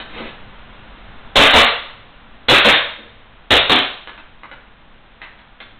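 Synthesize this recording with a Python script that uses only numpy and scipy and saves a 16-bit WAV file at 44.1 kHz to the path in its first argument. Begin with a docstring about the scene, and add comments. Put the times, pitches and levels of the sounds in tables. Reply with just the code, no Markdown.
"""A small, bare bedroom with quiet ventilation, heard through a narrow-band microphone in the room.
A gas airsoft pistol is drawn with a rustle, fires three quick pairs of shots, and is lowered and
holstered with a few clicks. Each shot is a valve crack, a puff of gas and the slide slamming back
and home; the room rings and the microphone overloads."""
import sys
import numpy as np
from scipy import signal
from scipy.fft import rfft, irfft, next_fast_len
from scipy.io import wavfile
from scipy.ndimage import uniform_filter1d

SR = 44100
rng = np.random.default_rng(int(sys.argv[2]) if len(sys.argv) > 2 else 0)


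def int16_out(signal):
    """Quantize to a 16-bit WAV file."""
    q = np.round(np.clip(np.atleast_2d(signal).T, -1, 1) * 32767)
    wavfile.write(sys.argv[1], SR, q.astype(np.int16))


N = 255383
TIME = np.arange(N) / SR


def from_db(db):
    """Decibels to gain."""
    return 10 ** (np.asarray(db) / 20)


def at_hz(points, hz):
    """Read a table on a log-frequency axis."""
    freqs, values = np.transpose(points)
    return np.interp(np.log(np.maximum(hz, 1)), np.log(freqs), values)


def unit_energy(x):
    """Scale to a total energy of 1."""
    return x / np.sqrt(np.sum(x ** 2) + 1e-20)


def coloured(x, spectrum):
    """Causal (minimum-phase) filter from rows of freq_hz, gain_db."""
    size = 2 * next_fast_len(len(x) // 2 + SR // 10)
    gain = from_db(at_hz(spectrum, np.fft.rfftfreq(size, 1 / SR)))
    cepstrum = irfft(np.log(gain))
    cepstrum[1:size // 2] *= 2
    cepstrum[size // 2 + 1:] = 0
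    return irfft(rfft(x, size) * np.exp(rfft(cepstrum)))[:len(x)]


def noise(spectrum, size):
    """Coloured noise of rms 1."""
    return unit_energy(coloured(rng.standard_normal(size), spectrum)) * np.sqrt(size)


def ringing(modes, t):
    """Resonances ring as decaying sines."""
    return sum(from_db(db - 60 * t / t60) * np.sin(2 * np.pi * hz * t) for hz, db, t60 in modes)


def burst(spectrum, decay_s, t, snap):
    """A sharp first impulse and noise that dies away; energy 1."""
    contact = unit_energy(rng.standard_normal(len(t)) * np.exp(-t / decay_s))
    contact[0] += snap
    return unit_energy(coloured(contact, spectrum))


def swells(events, attack_s, release_s):
    """Gain that rises exponentially to each peak and dies away after it."""
    return sum(from_db(db) * np.exp(-np.maximum((peak_s - TIME) / attack_s, (TIME - peak_s) / release_s))
               for peak_s, db in events)


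def add(track, start_s, sound):
    """Mix a sound into the track."""
    start = max(round(start_s * SR), 0)
    track[start:start + len(sound)] += sound[:len(track) - start]


def ventilation(air_db=-36.5):
    """Room tone: steady air noise and rumble with faint fan tones."""
    # moving air: freq_hz, level_db
    air_spectrum = [(12, 23.5), (25, 20), (52, 15), (78, 4), (105, 10), (150, 3.5), (215, 6.5), (340, -1.5),
                    (600, 0), (1000, 0), (1500, -0.5), (2200, -5), (3600, -7), (8000, -46.5)]
    # fan tones: pitch_hz, rms_db
    fan_tones = [(220.7, -59.5), (527.6, -71.5), (791.3, -62.5), (995.9, -64.5), (1195, -70.5)]
    fan = sum(from_db(db) * np.sqrt(2) * np.sin(2 * np.pi * (hz * TIME + rng.random()))
              for hz, db in fan_tones)
    return from_db(air_db) * noise(air_spectrum, N) + fan


def room_response(tail_db=-2.5, build_s=0.0017, late_db=-22, late_stretch=2.12):
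    """Bare walls return a few echoes, standing waves and a diffuse tail that dies band by band."""
    # reverberation time: centre_hz, t60_s
    room_decay = [(50, 0.31), (130, 0.34), (300, 0.28), (700, 0.44), (1300, 0.49), (2500, 0.44),
                  (3900, 0.45)]
    # standing waves: pitch_hz, level_db, t60_s
    room_modes = [(235, -79.5, 0.46), (277.7, -63.5, 0.38), (402, -69, .5), (579, -65, 0.55),
                  (690, -58, 0.27), (801.5, -60.5, 0.33)]
    # wall echoes: delay_s, level_db
    wall_echoes = [(.0045, -42), (.0095, -13), (0.02, -20), (0.023, -11), (0.033, -29.5)]
    t = TIME[:SR]
    white, hz = rfft(rng.standard_normal(SR)), np.fft.rfftfreq(SR, 1 / SR)
    centres, t60s = np.transpose(room_decay)
    tail = 0
    for band, t60 in zip(np.eye(len(centres)), t60s):
        band_noise = irfft(white * at_hz(np.c_[centres, band], hz), SR)
        loss = np.log(1000) * t / t60
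        late = from_db(late_db) * np.exp(-loss / late_stretch)   # sound lingers between parallel walls
        tail = tail + band_noise * (np.exp(-loss) + late)
    build_up = 1 - np.exp(-t / build_s)
    response = from_db(tail_db) * unit_energy(tail * build_up) + ringing(room_modes, t)
    for delay_s, db in wall_echoes:
        response[round(delay_s * SR)] += from_db(db)
    return response


def in_room(sound, direct_db):
    """Direct sound plus the room at the microphone; each source position gets its own diffuse tail."""
    response = room_response()
    response[0] += from_db(direct_db)
    return signal.fftconvolve(sound, response)[:N]


def rustle(grains_per_s=900, grain_gain=0.68, hiss_gain=0.69):
    """Cloth and skin rub in fine grains; the cupped palms meet with a soft thud."""
    # rubbing cloth: freq_hz, level_db
    rub_spectrum = [(40, 0), (250, 5.5), (800, 0), (1400, -2.5), (2000, 1), (3700, -3.5), (8000, -21)]
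    # sleeves brush the shirt at the draw and at a turn: peak_s, level_db
    swipes = [(.185, -28.5), (.272, -32.5), (3.05, -49)]
    # cupped palms: freq_hz, level_db
    palm_spectrum = [(40, -22), (160, -22.5), (225, 7.5), (285, -4), (350, 0), (480, 2), (650, -11),
                     (1200, -23), (8000, -43)]
    # hands meet on the grip, later the stance shifts: peak_s, level_db
    thuds = [(.168, -28), (.205, -22), (2.99, -30.5), (3.05, -37.5), (3.105, -41)]
    impulses = (rng.random(N) < grains_per_s / SR) * rng.standard_normal(N)
    grains = unit_energy(coloured(impulses, rub_spectrum)) * np.sqrt(N)
    rub = grain_gain * grains + hiss_gain * noise(rub_spectrum, N)
    sleeves = swells(swipes, attack_s=0.061, release_s=0.033) * rub
    palms = swells(thuds, attack_s=0.0066, release_s=0.014) * noise(palm_spectrum, N)
    return sleeves + palms


def clicks(snap_s=0.0037):
    """Short plastic contacts, each through one broad resonance; the briefer, the sharper."""
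    # grip, catch and holster: start_s, level_db, centre_hz, width_hz, decay_s
    contacts = [(0.001, 2.5, 2350, 4500, 0.0059), (4.074, 5.5, 1360, 2720, 0.0024),
                (4.094, -1.5, 1700, 1400, .003), (4.177, 0, 1577, 1970, 0.0086),
                (4.434, 3, 1350, 950, 0.0024), (4.514, 3.5, 1128, 1780, 0.0044),
                (4.533, -11, 1610, 2600, 0.0018), (5.217, 5.5, 2050, 955, 0.007),
                (5.249, -2, 1950, 600, .003), (5.389, -8, 1600, 1800, 0.0092),
                (5.603, 4, 2720, 3800, 0.0084)]
    # plastic on plastic: freq_hz, level_db
    plastic_spectrum = [(40, -18), (250, 11), (800, 1.5), (1500, -2), (2400, -5), (3700, -6), (8000, -24)]
    out, t = np.zeros(N), TIME[:SR // 10]
    for start_s, db, centre_hz, width_hz, decay_s in contacts:
        contact = burst(plastic_spectrum, decay_s, t, snap=snap_s / decay_s)
        radius = np.exp(-np.pi * width_hz / SR)
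        feedback = [1, -2 * radius * np.cos(2 * np.pi * centre_hz / SR), radius * radius]
        body = signal.lfilter([1, 0, -1], feedback, contact)
        add(out, start_s, from_db(db) * unit_energy(body))
    return out


def slide_blow(ring_db, t, chatter_s=0.0044):
    """The slide chatters against a stop and rings."""
    # slide impact: freq_hz, level_db
    slide_spectrum = [(30, -10), (180, -14), (400, -11), (680, 0.5), (900, -5.5), (1150, 3.5), (1500, 1),
                      (2200, 2), (3600, 1.5), (5000, 5), (8000, -14)]
    # slide resonances: pitch_hz, level_db, t60_s
    slide_modes = [(2130, -33.5, .008), (2790, -5, .01), (3200, -4, 0.0053), (3610, 6.5, 0.0041),
                   (3738, 7.5, 0.0096)]
    contact = burst(slide_spectrum, chatter_s, t, snap=1.67)
    ring = unit_energy(signal.fftconvolve(contact, ringing(slide_modes, t))[:len(t)])
    return unit_energy(contact + from_db(ring_db) * ring)


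def pistol(crack_s=0.0078, puff_s=0.021, hammer_lead_s=0.0026, hammer_db=-31, frame_db=-3, direct_db=-8):
    """Hammer tick, valve crack, swelling gas, two slide blows; each from its own spot on the gun."""
    # shots, with the slide hitting its rear stop (back) and closing (home):
    # start_s, crack_db, puff_db, back_delay_s, back_db, home_delay_s, home_db, ring_db
    shots = [(1.3571, 30.5, 33.5, 0.035, 33, 0.068, 31, -10),
             (1.533, 29, 31.5, 0.03, 33.5, 0.063, 27.5, -12),
             (2.485, 31, 29.5, 0.042, 28.5, 0.054, 33.5, -18), (2.647, 29, 29, 0.04, 29.5, 0.078, 26.5, -7),
             (3.5066, 29, 28, .022, 24.5, .060, 26.5, 1.5), (3.696, 29, 27, .028, 22.5, 0.07, 25, -2.5)]
    # valve crack: freq_hz, level_db
    crack_spectrum = [(30, -7.5), (150, -2), (300, -1.5), (700, 1), (1500, -2.5), (2500, -7), (3600, -0.5),
                      (5000, 0.5), (8000, -27.5)]
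    # escaping gas: freq_hz, level_db
    puff_spectrum = [(25, -2.5), (80, -5), (125, -8.5), (185, -11.5), (245, 0), (290, 6), (360, 0),
                     (490, 3.5), (620, -0.5), (790, -1), (1100, -11.5), (3000, -6.5), (8000, -26.5)]
    out, t = np.zeros(N), TIME[:SR // 5]
    flow = t / puff_s * np.exp(-.5 * (t / puff_s) ** 2)   # gas vents while the slide travels
    for start_s, crack_db, puff_db, back_delay_s, back_db, home_delay_s, home_db, ring_db in shots:
        parts = [(-hammer_lead_s, crack_db + hammer_db, slide_blow(ring_db, t)),
                 (0, crack_db, burst(crack_spectrum, crack_s, t, snap=1.74)),
                 (0, crack_db + frame_db, slide_blow(ring_db, t)),   # the gas kicks the slide loose
                 (0, puff_db, unit_energy(noise(puff_spectrum, len(t)) * flow)),
                 (back_delay_s, back_db, slide_blow(ring_db, t)),
                 (home_delay_s, home_db, slide_blow(ring_db, t))]
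        for delay_s, db, sound in parts:
            add(out, start_s + delay_s, from_db(db) * in_room(sound, direct_db))
    return out


def scene(pistol_gain_db=3):
    """Shots and handling over the room tone, in mono at the microphone."""
    gunfire = from_db(pistol_gain_db) * pistol()
    handling = in_room(clicks() + rustle(), direct_db=-6)
    return (gunfire + handling + ventilation())[None]


def gain_control(x, limit_db=1.5, release_db_per_s=70, loud_db=-14, back_off_db=8.0, back_off_s=0.64):
    """A fast limiter holds peaks down; the gain also backs off, and stays down, as loud time adds up."""
    level_db = 10 * np.log10(np.abs(uniform_filter1d(x ** 2, size=220)) + 1e-12)   # 5 ms window
    loud_s = np.cumsum(level_db > loud_db) / SR
    slow_db = back_off_db * (1 - np.exp(-loud_s / back_off_s))
    over_db = np.maximum(level_db - slow_db - limit_db, 0)
    release_db = release_db_per_s * TIME
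    fast_db = np.maximum.accumulate(over_db + release_db) - release_db
    return x * from_db(-slow_db - fast_db)


def record(dry, preamp_top=0.88, ceiling=0.73, cutoff_hz=16000):
    """Gain control, saturating preamp, narrow band, then clipping whose crackle is the only treble."""
    # narrow-band microphone: freq_hz, gain_db
    mic_response = [(10, -3.5), (3650, 0.5), (3950, -1), (4220, -8), (4460, -23.5), (4800, -51.5),
                    (5300, -84.5)]
    driven = preamp_top * np.tanh(gain_control(dry[0]) / preamp_top)
    clipped = np.clip(coloured(driven, mic_response), -ceiling, ceiling)
    lowpass = signal.ellip(10, .1, 80, cutoff_hz, fs=SR, output="sos")
    return signal.sosfilt(lowpass, clipped)[None]


dry = scene()
out = record(dry)
int16_out(out)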